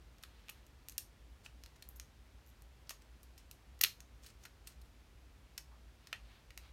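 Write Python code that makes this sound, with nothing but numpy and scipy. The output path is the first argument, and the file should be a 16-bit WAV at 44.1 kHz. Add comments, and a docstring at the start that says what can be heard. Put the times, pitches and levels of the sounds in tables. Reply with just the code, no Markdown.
"""0-6.7 s: filtered-noise hiss and a 59 Hz hum underlie hands turning a plastic pen in a small room.
0.2 s on: noise bursts ring modes of barrel and cap as taps; swells of noise brush as a sleeve.
1.5 s on: grainy noise rubs as skin; tick trains squeak at 2.0 and 2.5 s; a falling sine skids at 2.9 s.
3.8 s: the cap snaps home, a loud double click of stronger bursts over decaying low sines.
4.0 s on: taps and rubs go on; a palm scuffs at 5.7 s, a sleeve brushes from 6.1 s, both dull noise."""
import sys
import numpy as np
from scipy import signal
from scipy.fft import rfft, irfft, next_fast_len
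from scipy.io import wavfile
from scipy.ndimage import uniform_filter1d, map_coordinates

SR = 44100
rng = np.random.default_rng(int(sys.argv[2]) if len(sys.argv) > 2 else 0)


def master(y):
    """Save y as 16-bit WAV."""
    cut = np.clip(np.atleast_2d(y).T, -1, 1)
    pcm = np.round(cut * 32767)  # scale
    wavfile.write(sys.argv[1], SR, pcm.astype(np.int16))


N = 296352

SIZE = 4096  # samples per contact spectrum
TOP_HZ = 16200  # band limit of the recorder
KNEE_HZ = 1870  # contact hardness tilts the spectrum above this

# Spectrum of the room hiss. Each row: frequency in Hz, relative density in dB.
AIR_SPECTRUM = [(15, -30), (32, -16.5), (50, 6.5), (95, -3), (125, -5.5), (190, -12.5), (250, -11.5),
                (420, -16.5), (1000, -20.5), (2500, -23.5), (5000, -28.5), (9000, -35), (14500, -38),
                (16000, -43.5)]
# Decay of the room tail. Each row: frequency in Hz, t60 in seconds.
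ROOM_DECAY = [(300, 0.23), (2000, 0.18), (6000, 0.2216), (15000, 0.18)]
# Colour of the walls. Each row: frequency in Hz, gain in dB.
WALL_COLOUR = [(300, -2), (1300, 5.5), (2500, 2), (7000, 2), (12000, 3), (16000, -4)]
# Sleeve brushes. Each row: centre in seconds, bell half length in seconds, level in dB.
SLEEVE_BRUSHES = [(.45, 0.18, -72), (6.06, 0.057, -73), (6.32, 0.078, -68.5), (6.655, .03, -65.5)]
# Spectrum of cloth. Each row: frequency in Hz, relative level in dB.
CLOTH_SPECTRUM = [(400, -12), (1200, -7), (2800, -5.5), (4200, -7), (5500, -16), (9000, -28), (15000, -28)]
# Palm scuffs. Each row: centre in seconds, bell half length in seconds, level in dB.
PALM_SCUFFS = [(5.735, 0.0273, -69.5)]
# Spectrum of the palm. Each row: frequency in Hz, relative level in dB.
PALM_SPECTRUM = [(300, -20), (700, 0), (1150, 0), (1700, -13), (4000, -23), (12000, -39)]
# Finger rubs on the barrel. 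Each row: centre in seconds, bell half length in seconds, dry level in dB.
FINGER_RUBS = [(1.456, .01, -60), (1.763, 0.0031, -65), (3.02, 0.0037, -66), (3.398, 0.0075, -65),
               (4.242, 0.0096, -61), (4.272, 0.011, -64), (4.303, 0.0063, -62.5), (4.432, 0.0232, -69),
               (4.695, 0.022, -66.5), (4.857, 0.0087, -71.5)]
# Spectrum of rubbing. Each row: frequency in Hz, relative level in dB.
GRIP_SPECTRUM = [(500, -8), (1500, 1.5), (4500, 3.5), (8000, 1), (13000, -7.5), (16000, -7)]
# Stick-slip squeaks. Each row: start in seconds, length in seconds, slips per second, dry level in dB.
STICK_SLIPS = [(1.959, 0.017, 740, -62), (2.464, 0.044, 110, -72)]
# Spectrum of the slips. Each row: frequency in Hz, relative level in dB.
SLIP_SPECTRUM = [(1500, -35), (4500, -19), (6500, 1), (9000, -10), (12400, 7), (14000, 2), (16000, -13.5)]
# Edges in Hz of the five zones knock, body, clack, tick and sheen.
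ZONE_EDGES_HZ = [400, 1200, 3000, 7000, 11000, 16000]
# Modes of barrel and cap. Each row: frequency in Hz, width in Hz, mean gain in dB before any ring boost.
SHELL_MODES = [(676, 200, 0.5), (1330, 190, -5), (1887, 200, -6.5), (2660, 500, 1), (3350, 274, -12.5),
               (4130, 220, -1.5), (5550, 280.4, -3.5), (6500, 240, -1.5), (9200, 400, -4),
               (12200, 550, 1.5), (13600, 400, -2.5)]
# Taps of barrel, cap and fingernails. Each row: start in seconds, dry energy in dB re full scale for 1 ms,
# hardness in dB per octave, strongest ring in Hz, rattle t60 in seconds.
TAP_EVENTS = [(0.1838, -59.5, -7.1, 5200, .011), (0.2276, -54, -4, 5600, .016),
              (0.236, -43.5, -5, 3740, 0.0046), (0.2375, -45, -2, 1470, .0086),
              (0.4845, -47, -6, 2540, .0029), (0.4927, -40, -9, 2650, 0.017),
              (0.4963, -40.5, 3, 2640, .013), (0.666, -58.5, -4.5, 6870, .016),
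              (0.8856, -39.5, -8, 13000, 0.0066), (0.8967, -44, -5, 6550, 0.0044),
              (0.9218, -51, -8.5, 11070, 0.0098), (0.9802, -29, 0, 5470, 0.0043),
              (0.9823, -33, -7.5, 9300, 0.0084), (1.4615, -42, -10.5, 2700, 0.015),
              (1.6372, -46.5, -7.5, 5070, .0071), (1.6615, -48.5, -7.5, 4600, 0.0053),
              (1.824, -44, -5, 4140, 0.013), (1.8892, -43, 2.5, 14900, 0.0025),
              (1.9988, -39.5, -7, 5900, 0.0037), (2.6216, -55.5, -4, 8300, .0043),
              (2.894, -36.5, -5, 4900, 0.01), (2.9022, -41, -8, 6450, 0.063), (2.907, -39, 0, 810, .019),
              (3.2313, -52, -6.5, 13100, .03), (3.3783, -50, -6.5, 5340, .036),
              (3.5125, -44, .5, 2620, 0.012), (4.0045, -46, -8, 6330, .01),
              (4.2626, -46, -4.5, 4600, 0.047), (4.437, -52, -7.5, 6290, .025),
              (4.4522, -42, -3.5, 1670, 0.044), (4.672, -40.5, -7.5, 8600, 0.034),
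              (4.815, -56, -1.5, 4400, 0.026), (5.5784, -34, -6.5, 5340, 0.015),
              (6.0716, -47, -8, 5040, .012), (6.1287, -33, -8, 1820, 0.0032),
              (6.1296, -32, -9, 2800, 0.0074), (6.5057, -48, -6, 2090, .011),
              (6.5765, -39.5, -2, 2030, 0.0048)]
# Voice of a light tap: relative dB in the five zones.
TAP_VOICE_DB = [4, 1.8, 2, -1.6, .5]
# Jolts as the cap seats. Each row: start in seconds, frequency in Hz, dry initial amplitude in dB.
CAP_THUDS = [(3.815, 150, -59), (3.838, 136.4, -52), (3.838, 390, -55.5)]
# The cap catches on its ridge, snaps home and rebounds. Each row: start in seconds,
# dry energy in dB re full scale for 1 ms, hardness in dB per octave, strongest ring in Hz,
# rattle t60 in seconds.
CAP_EVENTS = [(3.7917, -55, -2, 7100, .01), (3.8105, -38, -1, 2500, .002), (3.812, -27.5, -5, 1920, .008),
              (3.8136, -20, 1, 5620, .0036), (3.8164, -33, -2, 13050, .02), (3.8359, -23.5, -4, 3060, .005),
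              (3.8376, -14.5, 0.4, 2310, 0.011), (3.847, -22, -6, 4000, .005)]
# Voice of the tight cap: relative dB in the five zones.
CAP_VOICE_DB = [-6, 2.5, 5.5, -3, 3]


def amp(db):
    """Decibels to amplitude gain."""
    return 10 ** (np.asarray(db) / 20)


def unit(x):
    """Scale to rms 1."""
    return x / np.sqrt(np.mean(x ** 2) + 1e-20)


def along(points, hz):
    """Interpolate (Hz, value) points on a log frequency axis."""
    f, v = np.transpose(points)
    return np.interp(np.log(hz + 1), np.log(f), v)


def coloured(x, points):
    """Filter x by (Hz, dB) points at zero phase."""
    m = next_fast_len(len(x) + SIZE)
    gain = amp(along(points, np.fft.rfftfreq(m, 1 / SR)))
    return irfft(rfft(x, m) * gain, m)[:len(x)]


def causal(gain):
    """Minimum-phase response of this gain: nothing sounds before the blow."""
    cepstrum = irfft(np.log(np.maximum(gain, 1e-6)))
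    cepstrum[1:SIZE // 2] *= 2
    cepstrum[SIZE // 2 + 1:] = 0
    return np.exp(rfft(cepstrum))


def add(track, start_s, x):
    """Mix x into the track at start_s."""
    start = round(start_s * SR)
    track[start:start + len(x)] += x[:max(N - start, 0)]


def in_room(x, wet_db=-11, gap_s=.003, table_db=-15):
    """x plus one bounce off the table and a short random tail from the walls."""
    hz, t, z = signal.stft(rng.standard_normal(SR // 3), SR, nperseg=256)
    decay = amp(-60 * t / along(ROOM_DECAY, hz)[:, None])
    tail = signal.istft(z * decay, SR, nperseg=256)[1]
    tail *= 1 - np.exp(-(np.arange(len(tail)) / SR / gap_s) ** 2)  # gradual onset
    response = amp(wet_db) * coloured(tail / np.linalg.norm(tail), WALL_COLOUR)
    response[0] += 1
    response[int(SR * rng.uniform(.0025, .004))] += amp(table_db)
    return signal.fftconvolve(x, response)


def swells(rows):
    """Bell-shaped strokes from (centre s, half length s, dB) rows."""
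    t = np.arange(N) / SR
    return sum(amp(db) * np.exp(-.5 * ((t - s) / half_s) ** 2) for s, half_s, db in rows)


def grainy(spectrum, grain_db, grains_per_s):
    """Friction noise of rms 1 whose level wanders randomly, as skin or cloth catches and lets go."""
    knots = np.arange(N) / SR * grains_per_s
    grains = map_coordinates(rng.standard_normal(N), [knots], order=1)
    return unit(coloured(amp(grain_db * grains) * rng.standard_normal(N), spectrum))


def resonance(hz, centre_hz, width_hz):
    """Response of one damped mode."""
    return 1j * hz * width_hz / (centre_hz ** 2 - hz ** 2 + 1j * hz * width_hz)


def zone_levels(voice_db, energy_db, hardness_db_per_octave, ring_hz, cut_share, cut_order):
    """Share a blow's energy among zones: hard contacts reach higher, little sounds below the ring."""
    hz = np.sqrt(np.multiply(ZONE_EDGES_HZ[:-1], ZONE_EDGES_HZ[1:]))
    octaves = np.log2(np.maximum(hz / KNEE_HZ, 1))
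    tilted_power = amp(voice_db + hardness_db_per_octave * octaves) ** 2
    power = tilted_power / (1 + (cut_share * ring_hz / hz) ** cut_order)
    return energy_db + 10 * np.log10(power / power.sum())


def contact(rattle_t60_s, spot_hz, zone_db, snap_t60_s=0.0011, rattle_db=0.0, ring_db=0,
            spot_db=1, spot_damping=.14, bass_db=-12):
    """A hard snap and a dying micro-rattle ring the shell; the struck spot sets the colour."""
    t, hz = np.arange(SIZE) / SR, np.fft.rfftfreq(SIZE, 1 / SR)
    snap = unit(rng.standard_normal(SIZE) * amp(-60 * t / snap_t60_s))
    rattle = unit(rng.laplace(size=SIZE) * amp(-60 * t / rattle_t60_s))
    # a longer rattle weighs more against the snap
    force = rfft(snap + amp(rattle_db) * rattle_t60_s / 0.0051 * rattle)
    # even out the broad power spectrum of the force
    smooth_power = uniform_filter1d(abs(force) ** 2, size=60)
    force = force * causal(abs(smooth_power) ** -.5)
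    # each mode's gain varies from blow to blow
    shell = 1 + sum(amp(ring_db + db + rng.normal(0, 1.48)) * resonance(hz, centre_hz, width_hz)
                    for centre_hz, width_hz, db in SHELL_MODES)
    spot = 1 + amp(spot_db) * resonance(hz, spot_hz, spot_damping * spot_hz)
    # so small a body radiates little bass
    radiation_db = [(60, 2 * bass_db), (300, bass_db), (1300, -0.5),
                    (14000, -5.5), (16000, -12), (18000, -15)]
    z = force * shell * spot * causal(amp(along(radiation_db, hz)))
    low_hz, high_hz = np.array(ZONE_EDGES_HZ[:-1]), np.array(ZONE_EDGES_HZ[1:])
    # two passes bring each zone near its share of the energy
    for _ in range(2):
        energy = [2 * np.sum(abs(z[(hz >= a) & (hz < b)]) ** 2) / SIZE / (SR / 1000)
                  for a, b in zip(low_hz, high_hz)]
        correction_db = zone_db - 10 * np.log10(energy)
        z = z * causal(amp(along(np.c_[np.sqrt(low_hz * high_hz), correction_db], hz)))
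    # keep the first half of the block, so that no wrapped-around tick follows the blow
    return irfft(z)[:SIZE // 2]


def room_floor(air_db=-63.0, hum_db=-62.0, hum_hz=59, hum_width_hz=7):
    """Coloured noise hisses; a sine plus narrow-band noise makes a wavering low hum."""
    hz = np.fft.rfftfreq(N, 1 / SR)
    hum_gain = 1 / (1 + ((hz - hum_hz) / hum_width_hz) ** 2)
    wavering = unit(irfft(rfft(rng.standard_normal(N)) * hum_gain, N))
    steady = np.sqrt(2) * np.sin(2 * np.pi * hum_hz * np.arange(N) / SR)
    hiss = unit(coloured(rng.standard_normal(N), AIR_SPECTRUM))
    return amp(air_db) * hiss + amp(hum_db) * unit(wavering + .7 * steady)


def sleeve(grain_db=1.5, grains_per_s=120):
    """Cloth friction noise swells and fades as the hand shifts its hold."""
    return swells(SLEEVE_BRUSHES) * grainy(CLOTH_SPECTRUM, grain_db, grains_per_s)


def palm(grain_db=2, grains_per_s=150):
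    """Dry skin friction scuffs dully as the grip changes."""
    return swells(PALM_SCUFFS) * grainy(PALM_SPECTRUM, grain_db, grains_per_s)


def rubs(grain_db=5, grains_per_s=900):
    """Skin drags over plastic in short grainy swells."""
    return in_room(swells(FINGER_RUBS) * grainy(GRIP_SPECTRUM, grain_db, grains_per_s))[:N]


def chirp(start_hz=5400, end_hz=3700, peak_db=-63, rough_rad=0.4):
    """A fingertip skids on the barrel: a falling sine blurred by a random phase walk."""
    start_s, length_s = 2.8675, .012
    t = np.arange(int(length_s * SR)) / SR
    glide_hz = start_hz + (end_hz - start_hz) * t / length_s
    phase = 2 * np.pi * np.cumsum(glide_hz) / SR
    # uneven slips blur the pitch
    phase = phase + rough_rad * np.cumsum(rng.standard_normal(len(t)))
    out = np.zeros(N)
    add(out, start_s, in_room(amp(peak_db) * np.hanning(len(t)) * np.sin(phase)))
    return out


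def squeaks(jitter=.08, slip_t60_s=0.0043, fade_db=-7):
    """Tight plastic sticks and slips: an uneven, weakening train of decaying noise ticks."""
    out = np.zeros(N)
    for start_s, length_s, slips_per_s, db in STICK_SLIPS:
        t = np.arange(int(length_s * SR)) / SR
        slips_s = np.cumsum(1 + jitter * rng.standard_normal(32)) / slips_per_s
        since_slip_s = t - np.r_[0, slips_s][np.searchsorted(slips_s, t)]
        envelope = amp(-60 * since_slip_s / slip_t60_s + fade_db * t / length_s)
        train = rng.standard_normal(len(t)) * envelope
        add(out, start_s, in_room(amp(db) * unit(coloured(train, SLIP_SPECTRUM))))
    return out


def taps(cut_share=0.98, cut_order=4.3):
    """Loose parts of the pen knock together and ring as the fingers turn it."""
    out = np.zeros(N)
    for start_s, energy_db, hardness, ring_hz, t60_s in TAP_EVENTS:
        zone_db = zone_levels(TAP_VOICE_DB, energy_db, hardness, ring_hz, cut_share, cut_order)
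        tap = contact(t60_s, ring_hz, zone_db, spot_db=7.5, spot_damping=0.18)
        add(out, start_s, in_room(tap))
    return out


def thuds(t60_s=0.09):
    """The seating cap jolts the hands: soft decaying low sines under the two cracks."""
    out, t = np.zeros(N), np.arange(SIZE) / SR
    for start_s, hz, db in CAP_THUDS:
        add(out, start_s, in_room(amp(db - 60 * t / t60_s) * np.sin(2 * np.pi * hz * t)))
    return out


def cap_snap(cut_share=0.81, cut_order=3.5):
    """The cap is pressed home: clustered hard contacts make two loud, broad cracks."""
    out = np.zeros(N)
    for start_s, energy_db, hardness, ring_hz, t60_s in CAP_EVENTS:
        zone_db = zone_levels(CAP_VOICE_DB, energy_db, hardness, ring_hz, cut_share, cut_order)
        crack = contact(t60_s, ring_hz, zone_db, snap_t60_s=.0018, ring_db=2,
                        spot_db=3, spot_damping=.35)
        add(out, start_s, in_room(crack, wet_db=-13.0))
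    return out


def scene():
    """The pen in the hands, over the room's floor."""
    background = room_floor() + sleeve() + palm()
    friction = rubs() + chirp() + squeaks()
    blows = taps() + thuds() + cap_snap()
    return (background + friction + blows)[None]


def record(dry):
    """A steep elliptic low-pass removes what lies above the recorder's band limit."""
    low_pass = signal.ellip(10, .1, 70, TOP_HZ, fs=SR, output="sos")
    return signal.sosfilt(low_pass, dry)


dry = scene()
out = record(dry)
master(out)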